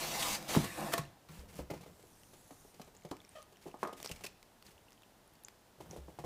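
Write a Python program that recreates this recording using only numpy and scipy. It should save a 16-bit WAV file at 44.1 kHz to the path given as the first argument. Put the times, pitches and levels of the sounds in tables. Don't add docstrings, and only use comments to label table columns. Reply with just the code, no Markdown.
import sys
import numpy as np
from scipy import signal
from scipy.fft import rfft, irfft
from scipy.io import wavfile
from scipy.ndimage import map_coordinates

SR = 44100
rng = np.random.default_rng(int(sys.argv[2]) if len(sys.argv) > 2 else 0)


def wav_out(sig):
    wavfile.write(sys.argv[1], SR, np.round(np.clip(np.atleast_2d(sig).T, -1, 1) * 32767).astype(np.int16))


N = 275625
TIME = np.arange(N) / SR


def amp(db):
    return 10 ** (np.asarray(db) / 20)


def unit(x):
    return x / np.sqrt(np.mean(x ** 2) + 1e-20)


def peaked(x):
    return x / (abs(x).max() + 1e-20)


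def attack_unit(x, size=600):
    return x / np.sqrt(np.mean(x[:size] ** 2) + 1e-20)


def read(points, hz):
    f, value = np.transpose(points)
    return np.interp(np.log(hz + 1), np.log(f + 1), value)


def add(mix, s, sound):
    part = mix[max(round(s * SR), 0):][:len(sound)]
    part += sound[:len(part)]


def colour(x, spectrum):
    gain = amp(read(spectrum, np.fft.rfftfreq(len(x), 1 / SR)))
    return unit(irfft(rfft(x) * gain, len(x)))


def wander(rate_hz, size=N):
    hz = np.fft.rfftfreq(size, 1 / SR)
    smoothing = np.exp(-(hz / rate_hz) ** 2)
    return unit(irfft(rfft(rng.standard_normal(size)) * smoothing, size))


def resonate(x, hz, q):
    width_hz = min(hz / q, SR / 3)
    return signal.lfilter(*signal.iirpeak(hz, hz / width_hz, SR), x)


def slips(per_s, spread_db):
    size = amp(spread_db * np.minimum(rng.exponential(1, N), 4.5))
    happens = rng.random(N) < per_s / SR
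    return unit(size * rng.standard_normal(N) * happens)


def buckles(fade_s, rise_s, per_s, size=6000):
    t = np.arange(size) / SR
    grains = rng.standard_normal(size) * (rng.random(size) < per_s / SR)
    return grains * np.exp(-t / fade_s) * (1 - np.exp(-t / rise_s))


def ring(modes, size=16000):
    t = np.arange(size) / SR
    weights = rng.uniform(.75, 1.25, len(modes)) * rng.choice([-1, 1], len(modes))
    return sum(w * amp(db - 60 * t / t60) * np.sin(2 * np.pi * hz * t)
               for w, (hz, db, t60) in zip(weights, modes))


def stroke(start, end, rise_s, fade_s):
    rise = 1 - np.exp(-np.maximum(TIME - start, 0) / rise_s)
    return rise * np.exp(-np.maximum(TIME - end, 0) / fade_s)


def strokes(rows, rise_s, hiss_fade_s, body_fade_s):
    hiss = sum((amp(db) * stroke(start, end, rise_s, hiss_fade_s)) ** 2 for start, end, db, _ in rows)
    body = sum((amp(db) * stroke(start, end, rise_s, body_fade_s)) ** 2 for start, end, _, db in rows)
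    return np.sqrt(hiss), np.sqrt(body)


def patchy(x, depth_db, life_s, span_hz):
    hz, t, z = signal.stft(x, SR, nperseg=512, noverlap=384)
    field = rng.standard_normal((4000, 200))
    place = np.meshgrid(t / max(life_s, .003), hz / max(span_hz, 120))
    gain = amp(depth_db * map_coordinates(field, place, order=1, mode="nearest"))
    return unit(signal.istft(z * gain, SR, nperseg=512, noverlap=384)[1][:N])


def flex(hz, cycles, rise, size=8000):
    turns = hz * np.arange(size) / SR
    decay = np.exp(-turns / max(cycles, .2))
    swing = np.sin(2 * np.pi * turns) * decay * (1 - np.exp(-turns / rise))
    return signal.lfilter(*signal.butter(2, hz / 4, "high", fs=SR), swing)


# f/Hz, relative level/dB
AIR_SPECTRUM = [(15, -61), (25, 3), (144, -1.5), (204, 0.5), (410, -2.5), (871, -3), (1170, -8),
                (1750, -10.5), (2420, -14), (2920, -13), (4150, -15), (14300, -20.5), (15500, -22)]


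def air(noise_db=-65, hum_db=-79, hum_hz=104.7):
    noise = colour(rng.standard_normal(N), AIR_SPECTRUM)
    hum = unit(np.sin(2 * np.pi * hum_hz * TIME))
    return amp(noise_db) * noise + amp(hum_db) * hum


# f/Hz, t60/s
ROOM_DECAY = [(100, 0.48), (260, 0.19), (700, 0.17), (2000, 0.36), (5000, 0.34), (14000, 0.1)]


def room(x, size=24000):
    late_enough = np.arange(size) / SR > .005
    taps = rng.choice([-1., 1.], size) * (rng.random(size) < 3000 / SR) * late_enough
    hz, t, z = signal.stft(taps, SR, nperseg=256)
    decay = amp(-60 * t / read(ROOM_DECAY, hz)[:, None])
    tail = signal.istft(z * decay, SR, nperseg=256)[1]
    return signal.fftconvolve(x, tail / np.linalg.norm(tail))[:N]


def in_box(x, size=3000, fade_s=0.013, echo_db=-11.5):
    echoes = buckles(fade_s, rise_s=0.00088, per_s=2500, size=size)
    echoed = signal.fftconvolve(x, echoes / np.linalg.norm(echoes))[:len(x)]
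    return unit(x + amp(echo_db) * echoed)


# start t/s, end t/s, hiss level/dB, box wall drone level/dB (before the drone trim)
TUGS = [(-0.02, 0.19, -41, -47), (0.19, 0.355, -37.5, -46), (0.479, 0.56, -41.5, -46),
        (0.489, 0.56, -43, -49.5), (0.56, 0.65, -45, -68), (0.65, 0.93, -51.5, -62.5),
        (0.77, 0.87, -55.5, -41.5)]
# f/Hz, relative level/dB
SCRAPE_DEEP = [(290, -6.5), (500, -4), (758, -0.5), (815, 1.5), (901, -2.5), (1060, -0.5), (1510, -7),
               (2100, -1.5), (3330, -4), (4640, -5), (6090, -5.5), (12500, -11), (15500, -15)]
# f/Hz, relative level/dB
SCRAPE_AT_RIM = [(530, -17), (850, -21), (1130, -4.5), (1380, -15), (1770, -6), (2250, -9.5), (2500, -6),
                 (3070, -16.5), (3800, -12), (5310, -17.5), (7320, -15), (12200, -18.5), (15500, -24)]
# f/Hz, relative level/dB
WALL_DRONE = [(30, -24), (64, 5.5), (120, -11), (200, -3), (265, -1), (400, -8.5), (560, 0.5), (830, 1.5),
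              (1150, -5), (1400, -11), (3500, -42), (7000, -62)]
# f/Hz, relative level/dB, t60/s
BOX_MODES = [(104, -21, 0.35), (134.3, -7.5, 0.44), (156.5, -1.5, 0.15), (201.3, 0.5, 0.16),
             (302.3, -2.5, 0.14), (359, -1.5, 0.14), (494, -2.5, 0.12), (636, -6.5, 0.13), (702, -8, 0.11),
             (811, -7.5, 0.094), (1100, -9, 0.06), (1800, 0, 0.036), (2240, -26, 0.074), (2530, -15, 0.046)]
DRONE_FADE_S = 0.094


def pull(crackle_db=-13, judder_db=0.5, lumps_db=1.0, creep_db=-53, creep_drone_db=1, drone_trim_db=-1.5):
    rise_s, fade_s = 0.0034, 0.017
    hiss, drone = strokes(TUGS, rise_s, fade_s, DRONE_FADE_S)
    creep = amp(creep_db) * stroke(0, 1, rise_s, fade_s=0.035)
    hiss = np.hypot(hiss, creep)
    drone = np.hypot(drone, amp(creep_drone_db) * creep)

    cells = rng.standard_normal(N) * amp(judder_db * wander(rate_hz=52))
    at_rim = np.interp(TIME, [.6, .7], [0, 1])
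    deep = (1 - at_rim) * colour(cells, SCRAPE_DEEP)
    scrape = deep + amp(-0.5) * at_rim * colour(cells, SCRAPE_AT_RIM)
    scrape = in_box(patchy(scrape, depth_db=3.0, life_s=0.0394, span_hz=266))
    crackle = unit(resonate(slips(per_s=510, spread_db=3.5), 3000, q=0.22))
    scrape = scrape + amp(crackle_db) * crackle

    push = slips(per_s=6000, spread_db=1.5) * amp(lumps_db * wander(rate_hz=12))
    ringing = unit(signal.fftconvolve(push, ring(BOX_MODES))[:N])
    walls = unit(colour(push, WALL_DRONE) + ringing)
    return hiss * scrape + amp(drone_trim_db) * drone * walls


# t/s, peak level/dB, centre f/Hz
RASPS = [(0.224, -22, 3340), (2.814, -46.5, 4630), (3.087, -53, 2300), (3.111, -38.5, 4150),
         (4.048, -39, 5580), (4.0914, -34, 3000), (4.114, -29, 2800), (4.159, -43.5, 2300),
         (4.2409, -31, 2720), (4.262, -31.5, 2600), (4.664, -47, 4500), (5.353, -53, 4500)]
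# t/s, peak level/dB, ring f/Hz, hiss level/dB re ring
SNAPS = [(0.4266, -31, 4350, 16), (1.052, -44, 2700, 2), (2.027, -45, 8200, 3), (2.234, -46, 2980, 9),
         (2.847, -52, 7100, 0), (2.9663, -49, 7000, -5), (2.972, -51, 7400, -9), (2.998, -59, 7000, -5),
         (3.011, -55, 6700, -5), (3.0215, -52, 2200, 3), (3.0355, -53, 6860, 0), (3.0645, -54, 3200, 11),
         (3.1675, -41, 3030, 21), (3.187, -58, 2400, 2), (3.203, -47.5, 3500, -7), (3.2165, -47, 2380, 3),
         (3.249, -45, 5400, 1), (3.278, -54, 2330, 3), (3.292, -44.5, 9000, -6), (3.42, -47, 6200, 3),
         (3.427, -41.5, 9000, 3), (3.5255, -62, 2910, 5), (3.531, -53, 6200, 2), (3.5593, -51, 2900, -4),
         (3.5705, -45, 5850, 7), (3.714, -50, 2570, -1), (3.7725, -54, 7800, 0), (3.934, -48.5, 2900, -8),
         (4.002, -36, 3370, 7), (4.0287, -28.5, 5500, 11), (4.0456, -32.5, 5200, 5), (4.06, -28, 5800, 7),
         (4.0739, -34, 5040, -23), (4.2379, -32, 5500, 7), (4.2518, -31, 5200, 2), (4.4282, -42, 2200, 12),
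         (4.6252, -38.5, 4620, 8), (4.65, -57, 2810, 4), (4.7143, -53, 2800, 7), (4.779, -51.5, 2880, -9),
         (4.8833, -54, 2700, -12), (4.906, -46, 3500, 20), (4.921, -44, 2920, 16), (4.9295, -52, 5800, -6),
         (4.977, -57, 3010, -8), (5.021, -46.5, 3750, 4), (5.033, -49, 2880, -2),
         (5.277, -52.5, 11000, -11), (5.337, -56, 12000, -11), (5.436, -47.5, 11700, -6),
         (5.448, -36.5, 6900, -16), (5.484, -38, 4700, 10), (5.91, -39.5, 5850, -9)]


def crinkles(rasp_hiss_db=1, hiss_hz=5000):
    out = np.zeros(N)
    for s, db, hz in RASPS:
        run = buckles(fade_s=0.0048, rise_s=0.0013, per_s=4500)
        patch = unit(resonate(run, hz, q=12.0))
        hiss = unit(resonate(run, hiss_hz, q=0.79))
        add(out, s, amp(db) * peaked(patch + amp(rasp_hiss_db) * hiss))
    for s, db, hz, hiss_db in SNAPS:
        run = buckles(fade_s=0.001, rise_s=0.00021, per_s=16000)
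        patch = unit(resonate(resonate(run, hz, q=4.5), hz, q=4.5))
        add(out, s, amp(db) * peaked(patch + amp(hiss_db) * colour(run, SCRAPE_DEEP)))
    return out


# t/s, peak level/dB, edge f/Hz, swell/s, fade/s
FLICKS = [(0.549, -29, 895, 0.0045, 0.0046), (0.648, -31.5, 1100, 0.0039, 0.0021),
          (0.926, -32, 1500, 0.0027, 0.0026), (0.939, -20.5, 1110, 0.0046, 0.0024),
          (0.98, -24.5, 1270, 0.00082, 0.0053), (0.9896, -35, 1780, 0.002, 0.0015)]
# f/Hz, relative level/dB, t60/s
RIM_MODES = [(683, 4, 0.24), (1105, 9, 0.071), (1193, -11, 0.3), (1290, -22, 0.2), (1730, 0, 0.083),
             (1790, 4.5, 0.068), (1850, 1, 0.089), (2560, -5, 0.09)]


def flicks(hiss_db=-1, size=12000):
    out, t = np.zeros(N), np.arange(-size // 4, size) / SR
    for s, db, hz, swell_s, fade_s in FLICKS:
        envelope = np.exp(-abs(t) / np.where(t < 0, swell_s, fade_s))
        run = rng.standard_normal(len(t)) * envelope
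        edge = unit(resonate(run, hz, q=1.4))
        rim = unit(signal.fftconvolve(edge, ring(RIM_MODES))[:len(run)])
        hiss = unit(resonate(run, 3300, q=0.23))
        add(out, s + t[0], amp(db) * peaked(edge + amp(hiss_db) * hiss + rim))
    return out


def knocks(rows, modes, cycles, ring_db, give_s, scuff_db, scuff_s, clatter_db, clatter_s,
           clatter_octaves, crest_db=7, size=11000):
    out, t = np.zeros(N), np.arange(size) / SR
    for s, db, hz, bright_db in rows:
        blow = flex(hz, cycles, rise=0.08, size=size)
        top_hz = np.clip(hz * 2 ** clatter_octaves, 900, 1800)
        band = signal.butter(4, [200, top_hz], "band", fs=SR, output="sos")
        chatter = signal.sosfilt(band, rng.standard_normal(size) * np.exp(-t / clatter_s))
        body = signal.fftconvolve(blow, ring(modes))[:size]
        sound = unit(blow) + amp(clatter_db) * unit(chatter) + amp(ring_db) * unit(body)
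        scuff = colour(buckles(scuff_s, rise_s=0.0014, per_s=18000, size=size), SCRAPE_DEEP)
        hit = attack_unit(sound) + amp(bright_db + scuff_db) * attack_unit(scuff)
        add(out, s + give_s, amp(db - crest_db) * hit)
    return out


# touch t/s, nominal peak level/dB, struck spot f/Hz,
# scuff level/dB re knock (before scuff_db)
BOX_KNOCKS = [(0.549, -27, 814, -19), (0.5625, -21.5, 330, -16), (0.64, -37.5, 580, -7),
              (0.9365, -31.5, 594, -9), (0.976, -38, 526, -10.5), (1.583, -53, 590, -3),
              (1.5895, -34.5, 440, -23), (1.699, -42, 560, -12), (1.702, -36.5, 510, -15),
              (1.709, -36.5, 375, -27), (1.735, -38, 430, -15), (1.807, -52, 557, -2.5),
              (1.86, -48, 614, -10.5), (1.993, -56.5, 450, -4.5), (2.035, -53.5, 397, -26),
              (2.332, -54.5, 480, -0.5), (5.803, -41.5, 346, -11), (5.91, -50, 520, -6),
              (5.93, -43.5, 490, -16), (5.938, -49, 417, -10), (5.961, -41, 560, -13),
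              (6.081, -44.5, 473, -20), (6.186, -38.5, 700, -12.5), (6.2385, -39, 614, -13),
              (6.244, -37.5, 400, -26)]


def box_knocks():
    return knocks(BOX_KNOCKS, BOX_MODES, cycles=0.74, ring_db=-1, give_s=.0018, scuff_db=0.5, scuff_s=0.016,
                  clatter_db=-3, clatter_s=0.011, clatter_octaves=0.76)


# push t/s, peak level/dB (before trim), f/Hz, decay/cycles (at least 0.2)
FLOPS = [(0.5685, -14.5, 203, 0.8), (0.5753, -37, 173, 5.2), (0.65, -43, 99, 0.96), (0.988, -32, 141, 1.8),
         (1.292, -49, 164, 5.7), (1.385, -42.5, 61.4, 1.3), (1.597, -43, 65, 1.2),
         (1.712, -35.5, 152, 0.45), (2.512, -48, 292, 3), (2.799, -45.5, 230, 1.1), (3.05, -48, 149, 0.93),
         (3.112, -37.5, 196, 0.52), (4.111, -36.5, 108, 0.16), (5.98, -44.5, 69.7, 3.1),
         (6.191, -44, 148, 2.2), (6.242, -35.5, 109, 2.4)]


def flops(give_s=0.00305, trim_db=-1.5):
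    out = np.zeros(N)
    for s, db, hz, cycles in FLOPS:
        add(out, s + give_s, amp(db) * peaked(flex(hz, cycles, rise=0.06)))
    return amp(trim_db) * out


# start t/s, end t/s, hiss level/dB, body level/dB (before body trim)
BRUSHES = [(1.285, 1.41, -61, -55), (1.48, 1.6, -63.5, -56.5), (1.55, 1.6, -59.5, -59),
           (1.72, 1.87, -75, -57), (2.74, 2.88, -72, -67.5), (2.94, 3.28, -90, -77),
           (3.295, 3.42, -69.5, -71), (3.61, 3.69, -63.5, -67.5), (3.785, 3.83, -64, -62),
           (3.965, 4.11, -58, -65), (4.12, 4.28, -65, -66), (4.645, 4.715, -64, -63.5),
           (5.78, 5.99, -84, -56.5), (6.07, 6.25, -74, -65)]
# f/Hz, relative level/dB
BRUSH_HISS = [(500, -16), (1000, 4), (2300, 8.5), (4000, 3), (8000, 4), (12500, -1), (15500, -0.5)]
# f/Hz, relative level/dB
BRUSH_BODY = [(25, -46), (65, 2.5), (110, -6.5), (180, 1.5), (260, -13), (450, -9), (1000, -18.5),
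              (2000, -28.5), (5000, -34)]


def brush(body_trim_db=-1, crackle_db=-12):
    hiss, body = strokes(BRUSHES, 0.0045, 0.018, DRONE_FADE_S)
    pressure = amp(1.3 * wander(rate_hz=35))
    fizz = colour(slips(per_s=12000, spread_db=2.5), BRUSH_HISS)
    crackle = sum(unit(resonate(slips(per_s=40, spread_db=2.0), hz, q=3.7))
                  for hz in (1750, 2860, 4580, 6600, 10300)) / 2
    rumble = colour(slips(per_s=2300, spread_db=-0.5), BRUSH_BODY)
    sliding = hiss * (fizz + amp(crackle_db) * crackle)
    return pressure * (sliding + amp(body_trim_db) * body * rumble)


# t/s, peak level/dB, fade/s
SKIDS = [(1.286, -45.5, 0.01), (1.587, -43, 0.0083), (1.7016, -36, 0.0075), (1.7104, -40, 0.0039),
         (1.736, -45, 0.0071), (1.774, -45.5, 0.005), (1.835, -49, 0.0072)]
# f/Hz, relative level/dB
WALL_SCUFF = [(400, -12), (1100, 9.5), (1600, -5), (2200, 4.5), (3500, -7.5), (4600, -3), (8000, -14),
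              (15500, -12)]


def skids():
    out = np.zeros(N)
    for s, db, fade_s in SKIDS:
        scuff = colour(buckles(fade_s, rise_s=0.0014, per_s=17000), WALL_SCUFF)
        add(out, s, amp(db) * peaked(scuff))
    return out


# start t/s, end t/s, level/dB
SWISH = (1.85, 2.7, -65.5)
# f/Hz, relative level/dB
SWISH_HISS = [(150, 9), (500, -1), (1000, -33), (2000, -44), (4000, -4.5), (7000, -1), (11000, -1),
              (15500, -9)]
# t/s, lag/s
SWISH_ECHO = [(1.85, 0.00025), (2.0, 0.000245), (2.1, 0.00031), (2.2, 0.00036), (2.4, 0.00027),
              (2.55, 0.00031), (2.8, 0.00035)]


def swish(echo=.42):
    start, end, db = SWISH
    hiss = colour(slips(per_s=24000, spread_db=3.0), SWISH_HISS)
    hiss = patchy(hiss, depth_db=2, life_s=0.04, span_hz=500)
    lag = np.interp(TIME, *np.transpose(SWISH_ECHO))
    combed = unit(hiss + echo * np.interp(TIME - lag, TIME, hiss))
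    return amp(db) * stroke(start, end, rise_s=0.15, fade_s=0.058) * combed


# touch t/s, nominal peak level/dB, struck spot f/Hz,
# scuff level/dB re knock (before scuff_db)
PACK_KNOCKS = [(2.5045, -46.5, 790, -11.5), (2.646, -51.5, 415, -24), (2.739, -56, 480, -3),
               (2.794, -44, 715, -15), (2.812, -52, 850, 0), (2.873, -51.5, 516, -13),
               (2.945, -61.5, 450, 1), (3.0465, -40.5, 530, -13.5), (3.1105, -32.5, 336, -18),
               (3.1115, -41, 940, -29), (3.24, -58, 430, -8), (3.521, -55, 425, -7), (3.654, -45, 482, -29),
               (3.661, -38.5, 390, -31), (3.674, -43, 377, -16), (3.739, -40.5, 800, -23),
               (3.827, -26.5, 990, -18.5), (3.834, -38.5, 390, -31), (3.8485, -33, 1020, -32),
               (3.8545, -48, 590, -15), (3.8695, -44, 470, -7.5), (3.881, -44, 680, -22),
               (3.891, -41, 860, -26), (3.925, -40.5, 514, -11), (3.973, -52.5, 400, -11),
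               (3.9985, -49.5, 815, -14), (4.043, -45.5, 487, 0), (4.096, -42, 520, -23),
               (4.158, -64, 520, -1), (4.205, -50, 825, -5), (4.241, -42.5, 380, -2)]
# f/Hz, relative level/dB, t60/s
PACK_MODES = [(191, 11, 0.1), (264, -2.5, 0.13), (310, 4, 0.051), (369.4, 10.5, 0.099), (411, -3, 0.15),
              (465, -0.5, 0.2), (606, 2.5, 0.097), (743, 0, 0.13), (903, 0.5, 0.084), (1043, -13.5, 0.29),
              (1114, 2, 0.1), (1237, 0, 0.21), (1500, -7, .13)]


def pack_knocks():
    return knocks(PACK_KNOCKS, PACK_MODES, cycles=1.0, ring_db=0.5, give_s=0.003, scuff_db=1.5, scuff_s=0.0058,
                  clatter_db=-2.5, clatter_s=0.012, clatter_octaves=0.49)


# t/s, level/dB, f/Hz
SQUEAK = [(3.349, -66, 606), (3.357, -50.5, 644), (3.365, -50.5, 620), (3.378, -53.5, 619),
          (3.388, -49.5, 630), (3.397, -61, 590), (3.41, -59, 603), (3.42, -77, 600)]
SQUEAK_HARMONICS = [-0.5, -8, -13, -19, -21.5, -34, -39, -35, -30]


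def squeak(grit_db=-14, ring_db=-7, rough=.04, shimmer_db=4):
    s, db, hz = np.transpose(SQUEAK)
    t, out = np.arange(s[0], s[-1], 1 / SR), np.zeros(N)
    pitch = np.interp(t, s, hz) * (1 + rough * wander(rate_hz=350, size=len(t)))
    turns = np.cumsum(pitch) / SR
    tone = sum(amp(part + shimmer_db * wander(rate_hz=140, size=len(t))) * np.sin(2 * np.pi * k * turns)
               for k, part in enumerate(SQUEAK_HARMONICS, 1))
    puffs = rng.standard_normal(len(t)) * np.exp(-(turns % 1) / .3)
    grit = resonate(puffs, 3500, q=0.99)
    add(out, s[0], amp(np.interp(t, s, db)) * (unit(tone) + amp(grit_db) * unit(grit)))
    ringing = unit(signal.fftconvolve(out, ring(PACK_MODES))[:N])
    return out + amp(ring_db) * out.std() * ringing


def scene():
    rubbing = pull() + brush() + swish()
    blows = box_knocks() + pack_knocks() + flops() + squeak() + skids()
    rim, film = flicks(), crinkles()
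    to_room = amp(-25.5) * rubbing + amp(-9.0) * blows + amp(-13.0) * rim + amp(-16.5) * film
    mono = rubbing + blows + rim + film + room(to_room) + air()
    return np.array([mono, mono])


def record(dry, edge_hz=15550):
    low_pass = signal.firwin(511, edge_hz, window=("kaiser", 9), fs=SR)
    return signal.oaconvolve(dry, low_pass[None], "same")


dry = scene()
out = record(dry)
wav_out(out)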